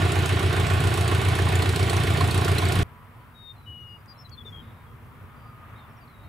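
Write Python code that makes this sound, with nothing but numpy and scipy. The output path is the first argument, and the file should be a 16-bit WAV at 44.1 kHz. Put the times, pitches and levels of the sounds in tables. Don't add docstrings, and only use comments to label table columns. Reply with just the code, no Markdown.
import sys
import numpy as np
from scipy import signal
from scipy.fft import rfft, irfft, next_fast_len
from scipy.io import wavfile
from scipy.ndimage import uniform_filter1d, map_coordinates

SR = 44100
rng = np.random.default_rng(int(sys.argv[2]) if len(sys.argv) > 2 else 0)


def store_pcm(level_fs):
    pcm = np.round(np.clip(level_fs, -1, 1) * 32767).astype(np.int16)
    wavfile.write(sys.argv[1], SR, np.atleast_2d(pcm).T)


def voltage_ratio(decibels):
    exponent = np.asarray(decibels, float) / 20
    return 10 ** exponent


N = 276948
T = np.arange(N) / SR
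CUT_S = 2.8318
CYCLE_HZ = 7.31

# frequency in Hz, level in dB per Hz.
THROB_SPECTRUM = [(15, -60), (25, -17), (55, -7.5), (105, 1.5), (160, -8.5), (200, -14.5), (232, -7.5),
                  (265, -17), (330, -19.5), (500, -24), (700, -54.5)]
ROAR_SPECTRUM = [(250, -36), (400, -10), (800, -6), (1000, -1.5), (1250, -1), (1500, -6.5), (2300, -11.5),
                 (3500, -21.5), (4800, -42)]
HISS_SPECTRUM = [(2000, 6), (4500, -1), (6500, -9.5), (10000, -1.5), (13000, 1), (15700, 0)]
# time in s, level in dB.
CARRY = [(2.83, 1), (3.0, 0.5), (3.3, 0), (3.5, -3), (3.58, -1), (3.8, -4.5), (4.0, -1), (4.35, -1),
         (4.52, 2), (5.0, 0.5), (5.6, 2), (6.28, 1.5)]
# centre in s, half length in s, rise in dB.
SURGES = [
    (2.86, 0.089, 3),
    (3.82, 0.13, 3.5),
    (4.56, 0.13, 2.2),
    (5.154, 0.21, 2.5),
    (5.702, 0.048, 2),
]
# centre in s, half length in s, frequency in Hz, level in dB.
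FAR_TONES = [
    (2.95, 0.12, 987, -60.5),
    (3.2, 0.1, 990, -60),
    (4.574, 0.1, 120, -46.5),
    (4.9, 0.07, 1233, -59),
    (5.3, 0.09, 1228, -57),
    (5.475, 0.046, 1233, -54),
    (5.61, 0.091, 1233, -52.5),
    (6.05, 0.2, 1217, -64),
]
# frequency in Hz, then likeness 0-1, left-right in dB, left lead in rad.
FAR_PORTS = [
    [(60, 0.83), (130, 0.96), (290, 0.61), (640, 0.91), (1410, 0.51), (3100, 0.12), (6820, 0.63), (15000, 0.41)],
    [(60, 4), (110, -1.5), (200, 0.5), (380, -2), (700, -1), (1290, 1.5), (2380, 2), (4400, 0), (8120, 0.0), (15000, 0.0)],
    [(600, -0.14), (1400, 0.69), (2900, -0.78), (6000, -0.52)],
]
# start in s, centre in Hz, width in Hz, 60 dB decay in s, peak in dB.
TICKS = [
    (4.06, 6800, 6000, .008, -52),
    (4.45, 450, 110, .12, -45),
    (4.46, 6300, 3000, .7, -63),
]
# start in s, end in s, first Hz, last Hz, level in dB.
SONG = [
    (3.337, 3.529, 3800, 3640, -52.5),
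    (3.657, 3.983, 2990, 2860, -48),
    (4.075, 4.139, 4940, 4720, -51),
    (4.174, 4.244, 5460, 5330, -56),
    (4.242, 4.279, 4090, 3920, -52),
    (4.292, 4.302, 3900, 8500, -58),
    (4.311, 4.364, 4560, 4060, -54.5),
    (4.368, 4.43, 3610, 3330, -49),
    (4.445, 4.507, 3700, 3450, -45.5),
    (4.515, 4.625, 3305, 3190, -51.5),
]
# swell in dB, glide bend, beat depth 0-1, first and last beats in Hz.
SONG_VOICES = [(19, .85, 0, 1, 1), (-6, .35, 0, 1, 1), (3, 1.2, 0, 1, 1), (-2, 1.6, .2, 90, 90),
               (-1, 1, 0, 1, 1), (-8, 1, 0, 1, 1), (-5, 1.4, .7, 130, 200), (1, .8, .75, 30, 30),
               (4, .7, 0, 1, 1), (-4, 2, .65, 25, 150)]
# frequency in Hz, left-right in dB.
MIC_SHADOW = [(2900, 8.5), (3300, 9), (3600, 11), (4000, 12), (4400, 18), (4800, 9), (5400, 8),
              (7000, 3)]
# start in s, end in s, first Hz, last Hz, level in dB.
FAINT_BIRDS = [(3.181, 3.23, 4700, 4300, -81), (3.2, 3.25, 3200, 3150, -71), (3.555, 3.68, 4150, 3830, -68),
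               (3.67, 3.88, 3780, 3620, -77), (3.8, 3.853, 5950, 5950, -77), (3.862, 3.89, 5250, 5150, -73),
               (3.88, 4.024, 4860, 4860, -76), (4.11, 4.2, 4150, 4100, -73),
               (4.278, 4.383, 3310, 3390, -69), (4.591, 4.84, 3810, 3730, -72.5),
               (4.617, 4.725, 3500, 3470, -68), (4.86, 4.95, 3300, 3240, -73),
               (5.355, 5.565, 4800, 4760, -74.5), (4.47, 4.52, 5450, 5350, -76),
               (6.072, 6.09, 4900, 3280, -63), (5.692, 5.712, 6250, 6150, -72),
               (5.751, 5.863, 3800, 3540, -64), (5.774, 5.806, 3930, 4340, -64),
               (5.893, 5.93, 5450, 5300, -76), (5.96, 5.99, 5870, 5400, -71),
               (6.003, 6.05, 4850, 4540, -66), (6.09, 6.146, 4180, 3900, -71),
               (6.133, 6.29, 3860, 3780, -69), (6.23, 6.27, 4100, 4320, -69)]

# frequency in Hz, level in dB per Hz.
WASH_SPECTRUM = [(20, -120), (30, -31), (60, -22.5), (95, -20), (150, -8.5), (220, -21), (500, -27),
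                 (1500, -40), (3500, -33.5), (6000, -46), (9000, -47), (15600, -60)]
JET_SPECTRUM = [(150, -120), (250, 2.5), (450, -5), (700, 3), (1100, 2), (2500, 0), (4000, -7.5),
                (5000, -21), (8000, -43)]
METAL_SPECTRUM = [(1500, -13), (3000, 3.5), (4300, 1.5), (6300, -4), (8300, 1.5), (11000, -3), (15600, -16)]
# time in ms, level in dB.
JETS = [(21, 5), (54, 0.5), (97, 2.5), (123, -4)]
# frequency in Hz, level in dB.
GEARS = [(562.6, -56), (703.9, -48.5), (844, -57.5)]
# time in ms, level in dB.
VALVES = [(21.5, 0.5), (55.5, 0.5), (89.5, -4.5), (123.5, 4)]
# time in s, peak in dB, ring in Hz.
CLACKS = [(0.2563, -24, 8200), (0.528, -29, 4100), (0.939, -25, 4250), (1.01, -27, 6900),
          (1.0779, -37, 6700), (1.4187, -28, 8500), (1.487, -24, 4060), (1.554, -17, 7040),
          (1.621, -15, 4280), (1.6906, -18, 4250), (1.7594, -18, 4260), (1.8272, -20, 4370),
          (1.8954, -19, 4130), (1.966, -20, 5900), (2.173, -23, 4400), (2.2084, -15.5, 4170),
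          (2.31, -19, 4320), (2.376, -21, 8700), (2.5823, -14, 4100), (2.6514, -21, 4390),
          (2.6852, -20, 8280), (2.7204, -27, 7330)]
# time in s, peak in dB, ring in Hz.
POPS = [
    (0.977, -13, 1104),
    (1.389, -12, 1750),
    (1.621, -9.5, 1076),
    (2.209, -9, 1090),
]
# time in ms, level in dB.
KNOCKS = [(29, -6.5), (50, -8), (63, -8), (86, -14.5), (97, -11), (118, -11.5), (132, -5.5)]
# centre in Hz, width in Hz, level in dB.
COWL_MODES = [(395, 91, -0.5), (320, 26, -0.5), (446, 22, -3.5)]
# time in ms, level in dB.
PUFFS = [
    (13.3, -6.8),
    (17.4, -3.5),
    (28.9, -11.1),
    (51.4, -0.1),
    (72.0, -20.9),
    (86.8, -0.5),
    (88.4, -26.7),
    (121.2, -0.4),
]
# centre in Hz, width in Hz, level in dB.
PIPE_MODES = [(58.6, 9.0, -40.1), (97.0, 11.7, -5.4), (96.9, 9.3, -4.1), (157.0, 60.0, -30.0),
              (166.0, 47.1, -27.8)]
# centre in Hz, width in Hz, level in dB.
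OUTLET_MODE = [(100.1, 40, 0)]
# time in s, lead in ms.
CRANK_LEAD = [(0.0, 3.6), (0.16, 3.5), (0.56, 5.1), (0.86, 5.0), (1.24, 2.75), (1.4, 3.2), (1.66, 6.6),
              (1.85, 6.0), (2.12, 3.6), (2.38, 3.4), (2.54, 2.6), (2.83, 2.55)]
# time in s, nearness in dB.
NEARNESS = [(0.0, -2.5), (0.55, -1.7), (1.0, 2), (1.2, -1.5), (1.6, 0.5), (2.5, 1.5), (2.83, -0.5)]
# delay in ms, left port then right.
BOUNCE_MS = [
    [3.03],
    [2.73],
]
# frequency in Hz, share 0-1 that returns in step.
BOUNCE_SHARE = [(200, .4), (600, .85), (900, .75), (1300, .65), (1800, .35), (2600, .25), (5000, .05)]
# frequency in Hz, likeness 0-1.
NEAR_ALIKE = [(35, .2), (60, .9), (90, .95), (160, .78), (250, .8), (330, .97), (700, .88), (1400, .72),
              (3000, .62), (4500, .68), (7000, .96), (11000, .9), (15000, .6)]
# frequency in Hz, left-right in dB.
NEAR_BALANCE = [(60, .4), (100, -.2), (160, -.8), (250, -.5), (400, -4), (700, -5), (1400, -5.5),
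                (2500, -3.2), (4500, -.6), (15000, 0)]
# frequency in Hz, lead of left in rad.
NEAR_LEAD = [(40, -.2), (90, -.26), (160, -.3), (400, -.5), (900, -.9), (1400, 0), (2500, .15), (4500, .3),
             (8000, 0), (15000, -.2)]


def unit(x):
    return x / np.sqrt(np.mean(x ** 2) + 1e-20)


def along(points, hz):
    f, v = np.transpose(points)
    return np.interp(np.log(hz + 1), np.log(f + 1), v)


def curve(rows):
    return np.interp(T, *np.transpose(rows))


def hump(s, half):
    return np.exp(-((T - s) / half) ** 2)


def wobble(rate):
    knots = rng.standard_normal(int(N * rate / SR) + 4)
    return map_coordinates(knots, [T * rate])


def filtered(x, response):
    m = next_fast_len(x.shape[-1] + SR // 2)
    spectrum = rfft(x, m) * response(np.fft.rfftfreq(m, 1 / SR))
    return irfft(spectrum, m)[..., :x.shape[-1]]


def modes(table):
    def response(f):
        total = 0
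        for k, (centre, width, db) in enumerate(table):
            damping = 1j * f * width
            total = total + (-1) ** k * voltage_ratio(db) * damping / (centre * centre - f * f + damping)
        return total
    return response


def noise(spectrum, patchy_db):
    z = signal.stft(rng.standard_normal((2, N)), nperseg=512)[2]
    field_gain = uniform_filter1d(rng.standard_normal(z.shape[1:]), 6, axis=0)
    field_gain = uniform_filter1d(field_gain, 10, axis=1)
    pair = signal.istft(z * voltage_ratio(patchy_db * unit(field_gain)), nperseg=512)[1][:, :N]
    return unit(filtered(pair, lambda hz: voltage_ratio(along(spectrum, hz))))


def stereo(pair, ports):
    alike, balance, lead = ports

    def split(hz):
        turn = np.arccos(np.clip(along(alike, hz), -1, 1)) / 2
        return np.array([np.cos(turn), np.sin(turn)])

    mid, side = filtered(pair, split)
    half = np.array([[.5], [-.5]])
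    return filtered(np.array([mid + side, mid - side]),
                    lambda hz: voltage_ratio(half * along(balance, hz)) * np.exp(1j * half * along(lead, hz)))


def far_engine():
    carry_db = curve(CARRY)
    throb_db = -48.5 + 0.64 * carry_db + sum(db * hump(s, half) for s, half, db in SURGES)
    flutter = voltage_ratio(0.7 * wobble(8) + 1.3 * wobble(26))
    throb = voltage_ratio(throb_db) * unit(flutter * noise(THROB_SPECTRUM, patchy_db=0))
    roar = voltage_ratio(-55 + carry_db + 1.04 * wobble(7)) * noise(ROAR_SPECTRUM, patchy_db=1.0)
    return throb + roar


def far_tones():
    drift = 2 * np.pi * np.cumsum(9.1 * wobble(12)) / SR
    out = np.zeros(N)
    for s, half, hz, db in FAR_TONES:
        level = voltage_ratio(db + 1.5 + 2.5 * wobble(45)) * hump(s, half)
        out += level * np.sin(2 * np.pi * hz * T + drift)
    return out


def ticks():
    out, t = np.zeros(N + SR), np.arange(SR // 8) / SR
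    for s, hz, width, t60, db in TICKS:
        decay = rng.standard_normal(len(t)) * voltage_ratio(-60 * t / t60)
        burst = filtered(decay, lambda f: modes([(hz, width, 0)])(f) ** 2)
        out[round(s * SR):][:len(t)] += voltage_ratio(db) * burst / np.abs(burst).max()
    return out[:N]


def whistle(note, rough_db, edge_s, voice):
    start, end, first_hz, last_hz, db = note
    swell_db, bend, depth, *beats = voice
    u = np.clip((T - start) / (end - start), 0, 1)
    hz = first_hz + (last_hz - first_hz) * u ** bend
    fade = np.clip(np.minimum(u, 1 - u) * max((end - start) / edge_s, 2), 0, 1)
    apart_hz = np.interp(u, [0, 1], beats) * (T > start)
    phase, beat = 2 * np.pi * np.cumsum([hz - apart_hz / 2, apart_hz], axis=1) / SR
    level = np.sqrt(2) * fade * voltage_ratio(db + swell_db * (u - .5) + rough_db * wobble(45))
    return level * (np.sin(phase) - depth * np.sin(phase + beat))


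def birds():
    song = sum(whistle(note, 0.45, 0.023, voice) for note, voice in zip(SONG, SONG_VOICES))
    half = np.array([[.5], [-.5]])
    near = filtered(song, lambda hz: voltage_ratio(half * along(MIC_SHADOW, hz)))
    far = sum(whistle(note, 2.7, 0.011, (0.0, 1.1, 0.5, 40, 112)) for note in FAINT_BIRDS)
    t = np.arange(SR // 5) / SR
    trees = rng.standard_normal((2, len(t))) * voltage_ratio(-60 * t / .25)
    trees = trees / np.linalg.norm(trees[0])

    def echo(x):
        return signal.fftconvolve(x, trees, axes=1)[:, :N]

    return near + .85 * far + voltage_ratio(-21) * echo(near) + voltage_ratio(-10) * echo(far[None])


def field():
    hiss = voltage_ratio(-64) * noise(HISS_SPECTRUM, patchy_db=.4)
    return stereo(far_engine() + hiss, FAR_PORTS) + far_tones() + birds() + ticks()


def apron(x):
    def response(f):
        shade = np.array([1 / (1 + (f / 1500) ** 2), np.ones_like(f)])
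        delay = np.exp(-2j * np.pi * f * np.array(BOUNCE_MS) / 1000)
        return 1 + shade * along(BOUNCE_SHARE, f) * delay
    return filtered(x, response)


def crank(pattern, jitter_ms, scatter_db):
    ms, db = np.transpose(pattern)
    even = (np.arange(-3, 22)[:, None] / CYCLE_HZ + ms / 1000).ravel()
    chance = rng.standard_normal((len(even), 2))
    lead_ms = np.interp(even, *np.transpose(CRANK_LEAD))
    s = even - (lead_ms + jitter_ms * chance[:, 0]) / 1000
    size = voltage_ratio(np.tile(db, len(even) // len(ms)) + scatter_db * chance[:, 1])
    return np.bincount(np.round(s * SR).astype(int) + SR // 2, size, N + SR // 2)


def swell(impulses, rise, fall):
    t = np.arange(SR // 10) / SR
    shape = (1 - np.exp(-t / rise)) * np.exp(-t / fall)
    return signal.fftconvolve(impulses, shape)[SR // 2:][:N]


def propeller_wash():
    return voltage_ratio(-29.5) * noise(WASH_SPECTRUM, patchy_db=1.5)


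def gas_jets(near_db):
    flow = 1.0 + swell(crank(JETS, jitter_ms=1.5, scatter_db=1), rise=0.0027, fall=0.015)
    level = voltage_ratio(-33 - 0.4 * near_db + 0.46 * wobble(4.4))
    return level * unit(flow * noise(JET_SPECTRUM, patchy_db=1.23))


def accessory_whine():
    return sum(voltage_ratio(db + 3 + 2 * wobble(6)) * np.sin(2 * np.pi * hz * T + .5 * wobble(5)) for hz, db in GEARS)


def valve_gear(near_db):
    seat = crank(VALVES, jitter_ms=.6, scatter_db=2)
    sharp = swell(seat, rise=0.00049, fall=0.0034)
    rattle = swell(seat, rise=0.0012, fall=0.022)
    gear = (0.12 + sharp + 0.31 * rattle) * noise(METAL_SPECTRUM, patchy_db=2.5)
    return voltage_ratio(-44 + 0.87 * near_db) * unit(gear)


def clacks():
    out, t = np.zeros((2, N)), np.arange(SR // 30) / SR
    blow = (1 - np.exp(-t / 0.00076)) * np.exp(-t / 0.0045)
    for s, db, hz in [*CLACKS, *POPS]:
        def colour(f):
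            metal = .7 * (hz > 3000) * voltage_ratio(along(METAL_SPECTRUM, f))
            return metal + 2.5 * modes([(hz, 800, 0)])(f) ** 2

        shake = filtered(blow * rng.standard_normal((2, len(t))), colour)
        ring = [[0.7], [0.2]] * blow * np.sin(2 * np.pi * hz * t)
        out[:, round(s * SR):][:, :len(t)] += voltage_ratio(db - 6.5) * (shake + ring)
    return out


def cowling():
    knocks = np.array([crank(KNOCKS, jitter_ms=.35, scatter_db=1.8) for _ in range(2)])
    body = modes([(385, 170, 0)])
    ring = filtered(knocks, lambda f: modes(COWL_MODES)(f) * body(f) ** 2)
    return voltage_ratio(-38 + 0.54 * wobble(5.5)) * unit(ring[:, SR // 2:])


def exhaust():
    puffs = crank(PUFFS, jitter_ms=.12, scatter_db=.5) * SR / (2 * CYCLE_HZ)
    return filtered(puffs, lambda f: modes(PIPE_MODES)(f) * modes(OUTLET_MODE)(f))[SR // 2:]


def engine():
    near_db = curve(NEARNESS)
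    ports = NEAR_ALIKE, NEAR_BALANCE, NEAR_LEAD
    airborne = apron(stereo(gas_jets(near_db) + propeller_wash(), ports))
    shared = (exhaust() + accessory_whine()) * [[1], [0]]
    direct = cowling() + valve_gear(near_db) + clacks() + shared
    return airborne + stereo(direct, ports)


def scene():
    return np.where(T < CUT_S, engine(), field())


def band_limit(x):
    return signal.sosfilt(signal.butter(12, 15720, fs=SR, output="sos"), x)


def record(dry):
    mix = filtered(dry, lambda hz: hz < 15750)
    return band_limit(mix)


dry = scene()
out = record(dry)
store_pcm(out)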